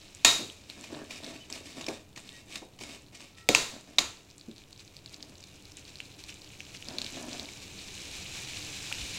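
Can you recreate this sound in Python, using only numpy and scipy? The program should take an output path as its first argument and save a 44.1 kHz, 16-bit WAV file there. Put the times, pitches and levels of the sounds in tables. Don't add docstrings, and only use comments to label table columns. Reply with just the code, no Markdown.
import sys
import numpy as np
from scipy import signal
from scipy.fft import rfft, irfft
from scipy.io import wavfile
from scipy.ndimage import uniform_filter1d

SR = 44100
rng = np.random.default_rng(int(sys.argv[2]) if len(sys.argv) > 2 else 0)


def dump(signal):
    limited = np.clip(np.atleast_2d(signal).T, -1, 1)
    pcm = np.round(limited * 32767).astype(np.int16)
    wavfile.write(sys.argv[1], SR, pcm)


N = 404838
TIME = np.arange(N) / SR

# frequency_hz, density_db (per Hz)
SIZZLE_SPECTRUM = [(410, -40.5), (700, -10.5), (1340, -11), (2080, -5), (2370, 3), (3270, -3), (3970, 1),
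                   (4700, -5.5), (5080, -3.5), (7310, -4.5), (9600, -16.5), (15500, -29)]


def undb(db):
    return 10 ** (np.asarray(db) / 20)


def unit(x):
    return x / np.sqrt(np.mean(x ** 2) + 1e-20)


def crest(x):
    return x / np.abs(x).max()


def fade(t, t60):
    return np.exp(-np.log(1000) * t / t60)


def add(track, start_s, x):
    i = int(np.clip(start_s * SR, 0, N - 1))
    track[i:i + len(x)] += x[:N - i]


def colour(x, points, size=2048):
    hz, db = np.transpose(points)
    grid_hz = np.maximum(np.arange(size // 2 + 1) * SR / size, 1)
    response_db = np.interp(np.log(grid_hz), np.log(hz), db)
    cepstrum = irfft(np.log(undb(response_db)))
    cepstrum[1:size // 2] *= 2
    cepstrum[size // 2 + 1:] = 0
    impulse_response = irfft(np.exp(rfft(cepstrum)))
    return signal.oaconvolve(x, impulse_response)[:len(x)]


def tilted(points, tilt_db):
    return [(hz, db + tilt_db * np.log2(hz)) for hz, db in points]


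def clicks(rate, spread_db):
    dice, size, sign = rng.random((3, N), dtype=np.float32)
    rate = np.broadcast_to(rate, N)
    hit = dice < rate / SR
    rarity = -np.log(np.maximum(size[hit], .02))
    out = np.zeros(N)
    out[hit] = undb(spread_db * rarity) * np.sign(sign[hit] - .5) / np.sqrt(rate[hit])
    return unit(out)


def drift(rate):
    steps = rng.standard_normal(1024)
    return np.interp(TIME * rate, np.arange(len(steps)), steps)


def rumble(bump_s=0.02):
    # time_s, level_db (rms)
    rush_levels = [(0, -56.5), (2.7, -57), (4.3, -57.5), (5.8, -55), (9.18, -48)]
    # frequency_hz, density_db (per Hz)
    room_spectrum = [(20, -1.5), (50, -5.5), (90, 3.5), (115, 0), (145, 0.5), (168, -11), (190, 1),
                     (230, -11), (290, -1), (340, -6.5), (430, -9), (800, -15.5), (1500, -23), (15500, -34)]
    # centre_s, level_db (peak), pitch_hz
    deep_bumps = [(8.99, -46, 109), (9.03, -38, 56.4), (9.15, -49, 170)]
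    rush = unit(colour(rng.standard_normal(N), room_spectrum, size=8192))
    out = rush * undb(np.interp(TIME, *np.transpose(rush_levels)))
    for centre_s, db, hz in deep_bumps:
        since = TIME - centre_s
        out += undb(db) * np.exp(-(since / bump_s) ** 2) * np.sin(2 * np.pi * hz * since)
    return out


def bubble(hz, cycles):
    turn = np.arange(SR // 100) * hz / SR
    return crest(np.sin(2 * np.pi * turn) * (1 - np.exp(-turn ** 2)) * fade(turn, cycles))


def bubbling(rate, cycles, count):
    hz_points, db_points = np.transpose(SIZZLE_SPECTRUM)
    out = np.zeros(N)
    for hz in np.geomspace(2700, 11000, count):
        weight = undb(np.interp(hz, hz_points, db_points)) * np.sqrt(hz)
        swarm = signal.oaconvolve(clicks(rate, spread_db=4), bubble(hz, cycles))[:N]
        out += weight * unit(swarm)
    return unit(out)


def frying(lone=0.051, flutter_db=1.76, spurt_half_s=.017):
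    # time_s, level_db
    fry_levels = [(0, -56), (1.5, -61), (2.1, -66), (3.9, -63), (5.4, -58.5), (5.9, -55.5), (6.7, -53),
                  (7.0, -47), (7.4, -46.5), (7.6, -50), (8.2, -43), (9.18, -41.5)]
    # centre_s, rise_db (over the frying)
    steam_spurts = [(4.806, 8), (5.134, 6), (5.786, 7.5), (5.883, 5.5), (6.203, 7), (6.298, 10), (6.75, 8)]
    heat_db = np.interp(TIME, *np.transpose(fry_levels))
    for centre_s, rise_db in steam_spurts:
        heat_db += rise_db * np.exp(-((TIME - centre_s) / spurt_half_s) ** 2)
    lull_db = heat_db.max() - heat_db
    busy = undb(-lull_db)
    crackle = bubbling(rate=90 * busy, cycles=9, count=11)
    fizz = colour(clicks(rate=12000 * busy, spread_db=2.0), SIZZLE_SPECTRUM)
    fizz = unit(fizz * undb(flutter_db * drift(rate=35)))
    share = undb(-5 + lone * lull_db)
    return undb(heat_db) * (fizz + share * crackle) / np.hypot(1, share)


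def effort(part, drag_db):
    # start_s, rise_s, length_s, blade_db, food_db (gains before each layer's trim)
    pushes = [(0.691, .006, .018, -46.5, -57), (0.754, 0.017, 0.031, -57, -47.5),
              (0.799, .04, .05, -47, -53), (0.878, .065, .14, -50, -39), (1.095, 0.0069, .1, -46.5, -52),
              (1.218, 0.023, .13, -47, -43.5), (1.492, 0.037, 0.095, -44.5, -49),
              (1.642, 0.026, 0.074, -46.5, -52.5), (1.743, 0.047, .085, -48.5, -39.5),
              (1.867, 0.016, 0.066, -44, -38.5), (2.155, 0.015, 0.031, -43.5, -47.5),
              (2.216, 0.054, .19, -50, -58), (2.463, .085, 0.12, -41.5, -49.5),
              (2.796, .012, .15, -45, -52.5), (2.87, .05, .09, -56.5, -51.5),
              (3.12, 0.01, 0.047, -50.5, -56), (3.189, 0.028, .07, -48, -53.5),
              (3.368, 0.0089, .02, -48.5, -72), (3.707, .03, 0.066, -60, -46),
              (3.865, 0.012, 0.19, -59, -54), (5.08, .1, 0.27, -76, -54), (6.862, 0.035, 0.19, -66, -43.5),
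              (7.104, 0.054, 0.34, -66, -42)]
    sag_db, release_s = 4, 0.21
    drag_until_s = 2
    gain = undb(drag_db) * fade(np.maximum(TIME - drag_until_s, 0), release_s)
    t = np.arange(SR) / SR
    for start_s, rise_s, length_s, blade_db, food_db in pushes:
        attack = np.minimum(t / rise_s, 1)
        hold = undb(-sag_db * np.minimum(t / length_s, 1))
        release = fade(np.maximum(t - length_s, 0), release_s)
        push_db = blade_db if part == "blade" else food_db
        add(gain, start_s, undb(push_db) * attack * hold * release)
    return gain


def wok_ring(t, damping, best_hz=None, split_hz=9):
    # mode_hz (before splitting), level_db (before favour and scatter), t60_s (before damping)
    wok_modes = [(339, -15, .5), (696, -8, .5), (937, -9, .3), (1136, -6, .35), (1342, -7.5, .46),
                 (1861, -6, .45), (2175, -5, .35), (2455, -3.5, .42), (2710, -4, .4), (3079, -7, .42),
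                 (3685, -3, .42), (3774, 2, .44), (4005, -6, .42), (4280, -5, .4), (4720, -7, .4),
                 (4980, -7, .4), (5993, -6, .4), (6360, -6, .48), (6565, -7, .36), (6760, -4, .33),
                 (6894, -4, .4), (7280, -5, .26)]
    ring = np.zeros(len(t))
    for hz, db, t60 in wok_modes:
        favour_db = 0
        if best_hz:
            favour_db = 7 * np.exp(-(np.log2(hz / best_hz) / .12) ** 2)
        pair_hz = hz + split_hz * rng.uniform(-1.03, 1, (2, 1))
        pair = np.sin(2 * np.pi * (pair_hz * t + rng.random((2, 1)))).sum(0)
        scatter_db = rng.standard_normal()
        ring += undb(db + favour_db + scatter_db) * fade(t, t60 / damping) * pair
    return ring


def scraping(gain_db=-4.0, catch_db=2.5):
    # frequency_hz, density_db (per Hz)
    grit_spectrum = [(710, -48), (1200, -11), (1550, -12.5), (1800, -4), (2190, -4), (2430, 0.5),
                     (3350, -5), (5090, -4.5), (6800, -10), (7650, -7), (10800, -21.5), (15500, -29)]
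    push = effort("blade", drag_db=-61)
    slips = clicks(rate=1600, spread_db=1.5) * push * undb(catch_db * drift(rate=65))
    grit = unit(colour(slips, grit_spectrum))
    modes = wok_ring(np.arange(SR // 2) / SR, damping=1.8)
    ring = undb(-7) * unit(signal.oaconvolve(slips, modes)[:N])
    smacks = undb(-6) * push * bubbling(rate=25, cycles=12, count=5)
    return undb(gain_db) * (slips.std() * (grit + ring) + smacks)


def shoving(gain_db=-2.5, tilt_db=2.0):
    # (per Hz, before the tilt)
    food_spectrum = [(71, -49), (120, -1.5), (209, -1), (248, 5.5), (489, -7.5), (657, -2), (862, -16),
                     (987, -11), (1300, -21.5), (1800, -18), (2340, -52), (3960, -120)]
    bumps = unit(colour(clicks(rate=700, spread_db=3.0), tilted(food_spectrum, tilt_db)))
    return undb(gain_db) * bumps * effort("food", drag_db=-65)


def simmer(count=60):
    from_s, gap_s, jitter_s = 4.3, .095, .018
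    start_db, growth_db_per_s, spread_db = -40.5, 1.5, 2
    centre_hz, spread_octaves = 4200, 0.2
    late, size, pitch = rng.standard_normal((count, 3)).T
    since = gap_s * np.arange(count) + jitter_s * late
    db = start_db + growth_db_per_s * since + spread_db * size
    hz = centre_hz * 2 ** (spread_octaves * pitch)
    return [row for row in zip(from_s + since, db, hz) if row[0] < TIME[-1]]


def pops(cycles=13):
    # start_s, peak_db, pitch_hz
    large_bubbles = [(0.149, -30.5, 7450), (0.4997, -30, 3240), (0.6995, -26, 4020), (0.811, -33, 7500),
                     (1.5262, -20, 5180), (1.8431, -29, 3600), (2.2914, -29, 3680), (2.836, -30, 7460),
                     (4.3812, -34, 7600), (4.4117, -35.5, 4300), (4.581, -36, 4220), (4.729, -33.5, 4280),
                     (4.7949, -35.5, 4210), (4.9667, -31, 4500), (5.0604, -30, 4400), (5.143, -27.5, 4620),
                     (5.227, -26, 4800), (5.439, -34, 4070), (5.7702, -29.5, 7200), (5.9564, -30.5, 4300),
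                     (6.0028, -24, 2710), (6.2386, -29.5, 4260), (6.2941, -32.5, 2780),
                     (6.6046, -26.5, 2600), (6.825, -30, 2880), (6.8856, -23.5, 4830),
                     (6.9847, -15.5, 4100), (7.017, -16.5, 4100), (7.0453, -23, 4400), (7.0637, -24, 3840),
                     (7.3301, -27, 4230), (7.3965, -21, 3960), (8.9256, -19, 2760)]
    out, t = np.zeros(N), np.arange(SR // 100) / SR
    for start_s, db, hz in list(large_bubbles) + simmer():
        tear = rng.standard_normal(len(t)) * (1 - np.exp(-t * hz / 2)) * fade(t, .008)
        snap = undb(-9) * crest(colour(tear, tilted(SIZZLE_SPECTRUM, 3)))
        add(out, start_s, undb(db) * crest(bubble(hz, cycles) + snap))
    return out


def blow(length_s, blade_hz, blade_db, ring_db, t60, modes_db, tilt_db, best_hz, damping=1.13):
    # (per Hz, before the tilt)
    contact_spectrum = [(100, -24), (400, -21.5), (620, -7), (790, -8), (1000, -2.5), (1500, -15),
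                        (2300, 0.5), (4500, -3), (7000, -4), (9000, -15.5), (15500, -25.5)]
    # (per Hz, before the tilt)
    shell_spectrum = [(80, -7.5), (300, -3), (600, -5), (790, -6), (1030, -2), (1600, -7), (2400, -0.5),
                      (3200, -3), (3900, 2.5), (5500, -4.5), (7000, -0.5), (9000, -12), (12000, -20),
                      (15500, -25)]
    t = np.arange(SR // 2) / SR
    early = slice(0, SR // 25)
    push = t / length_s * np.exp(1 - t / length_s)
    crack = crest(colour(push * rng.standard_normal(len(t)), tilted(contact_spectrum, tilt_db)))
    swell = 1 - np.exp(-(t / length_s) ** 2)
    blade = crest(np.sin(2 * np.pi * blade_hz * t) * swell * fade(t, .012))
    contact = crest(crack + undb(blade_db) * blade)
    shell = colour(rng.standard_normal(len(t)) * fade(t, t60), tilted(shell_spectrum, tilt_db))
    modes = wok_ring(t, damping, best_hz)
    ring = shell / shell[early].std() + undb(modes_db) * modes / modes[early].std()
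    ring *= undb(ring_db) / ring[early].std()
    return contact + ring * (1 - np.exp(-t / 0.001))


def spatula_blows(tap_db=-1, tap_length_s=0.0022, tap_blade_db=-6, tap_t60=0.18, tap_modes_db=-4, tap_tilt_db=-1):
    # start_s, contact_peak_db, contact_s, blade_hz, blade_db (re crack), ring_db, ring_t60_s,
    # modes_db (re dense ring), tilt_db (an octave), best_hz (best-excited ring)
    clacks = [(0.2473, -1, 0.0017, 6960, -5.5, -18, 0.45, -2, .5, 3700),
              (3.4888, -4.5, 0.00064, 4500, -13.5, -30, 0.66, -4, 0, 1340),
              (3.5483, -1.5, .0011, 2620, -3.5, -26.5, 0.46, -6.5, -.5, 2620),
              (3.984, -2.5, 0.0013, 3820, -1, -32, 0.45, -5, -1, 4280),
              (3.989, -9, 0.001, 4850, -4, -35, 0.17, -7, -0.5, 6900)]
    # start_s, peak_db (before tap_db), blade_hz, ring_db (re peak)
    taps = [(0.839, -32.5, 2450, -22), (1.1066, -29, 2440, -23), (1.5, -30, 7700, -26),
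            (1.8094, -29, 2780, -19.5), (1.864, -24, 5320, -41), (1.884, -22.5, 2376, -42),
            (2.1602, -32.5, 2270, -25), (2.174, -32.5, 1900, -23), (2.555, -24.5, 3596, -24.5),
            (2.788, -37.5, 3010, -22), (2.8097, -31, 2390, -39), (2.8352, -32, 2330, -20),
            (3.204, -34.5, 2570, -32), (3.382, -41, 1880, -27), (7.486, -34, 2290, -29)]
    out = np.zeros(N)
    for start_s, db, length_s, hz, blade_db, ring_db, t60, modes_db, tilt_db, best_hz in clacks:
        clack = blow(length_s, hz, blade_db, ring_db - db, t60, modes_db, tilt_db, best_hz)
        add(out, start_s, undb(db) * clack)
    for start_s, db, hz, ring_db in taps:
        tap = blow(tap_length_s, hz, tap_blade_db, ring_db, tap_t60, tap_modes_db, tap_tilt_db, hz)
        add(out, start_s, undb(db + tap_db) * tap)
    return out


def thuds(rise_s=.0015):
    # start_s, peak_db, t60_s, pitch_hz
    knocks = [(0.39, -34, 0.33, 360), (1.606, -40, 0.11, 480), (1.881, -26.5, 0.11, 450),
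              (2.616, -38.5, 0.15, 517), (2.807, -38, 0.086, 327), (3.4889, -14, 0.062, 436),
              (3.503, -22.5, 0.13, 434), (4.48, -33, 0.15, 277), (8.913, -35, 0.039, 1100)]
    # pitch_multiple, response_db
    belly_response = [(.15, -18), (.4, -1), (.7, 4), (1.35, 2), (2, -9.5), (3.4, -24.5), (8, -45)]
    out, t = np.zeros(N), np.arange(SR // 2) / SR
    for start_s, db, t60, hz in knocks:
        push = rng.standard_normal(len(t)) * (1 - np.exp(-t / rise_s)) * fade(t, t60)
        response = [(hz * multiple, response_db) for multiple, response_db in belly_response]
        add(out, start_s, undb(db) * crest(colour(push, response)))
    return out


def squeals(waver=0.0076):
    # centre_s, half_length_s, pitch_hz, level_db (rms)
    edge_squeals = [(1.36, 0.008, 4450, -52.5), (1.415, 0.015, 3004, -52.5), (2.355, 0.03, 1900, -57),
                    (3.41, 0.04, 1890, -63), (3.44, 0.097, 1323, -66)]
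    out, t = np.zeros(N), np.arange(SR // 4) / SR
    middle_s = t.mean()
    for centre_s, half_s, hz, db in edge_squeals:
        wander = unit(uniform_filter1d(rng.standard_normal(len(t)), size=200))
        pitch_hz = hz * (1 + waver * wander)
        note = unit(np.sin(2 * np.pi * np.cumsum(pitch_hz) / SR))
        swell = np.exp(-((t - middle_s) / half_s) ** 2)
        add(out, centre_s - middle_s, undb(db) * note * swell)
    return out


def kitchen(x, wet_db, t60):
    t = np.arange(SR // 2) / SR
    tail = rng.standard_normal(len(t)) * fade(t, t60) * (1 - np.exp(-t / 0.0011))
    return x + undb(wet_db) * signal.oaconvolve(x, tail / np.linalg.norm(tail))[:N]


def scene():
    sauce = kitchen(pops() + frying(), wet_db=-11.5, t60=0.21)
    stirring = kitchen(scraping() + squeals() + shoving() + thuds(), wet_db=-8.5, t60=0.34)
    return (spatula_blows() + sauce + stirring + rumble())[None]


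def record(dry):
    low_pass = signal.ellip(10, .2, 70, 15800, fs=SR, output="sos")
    return signal.sosfilt(low_pass, dry)


dry = scene()
out = record(dry)
dump(out)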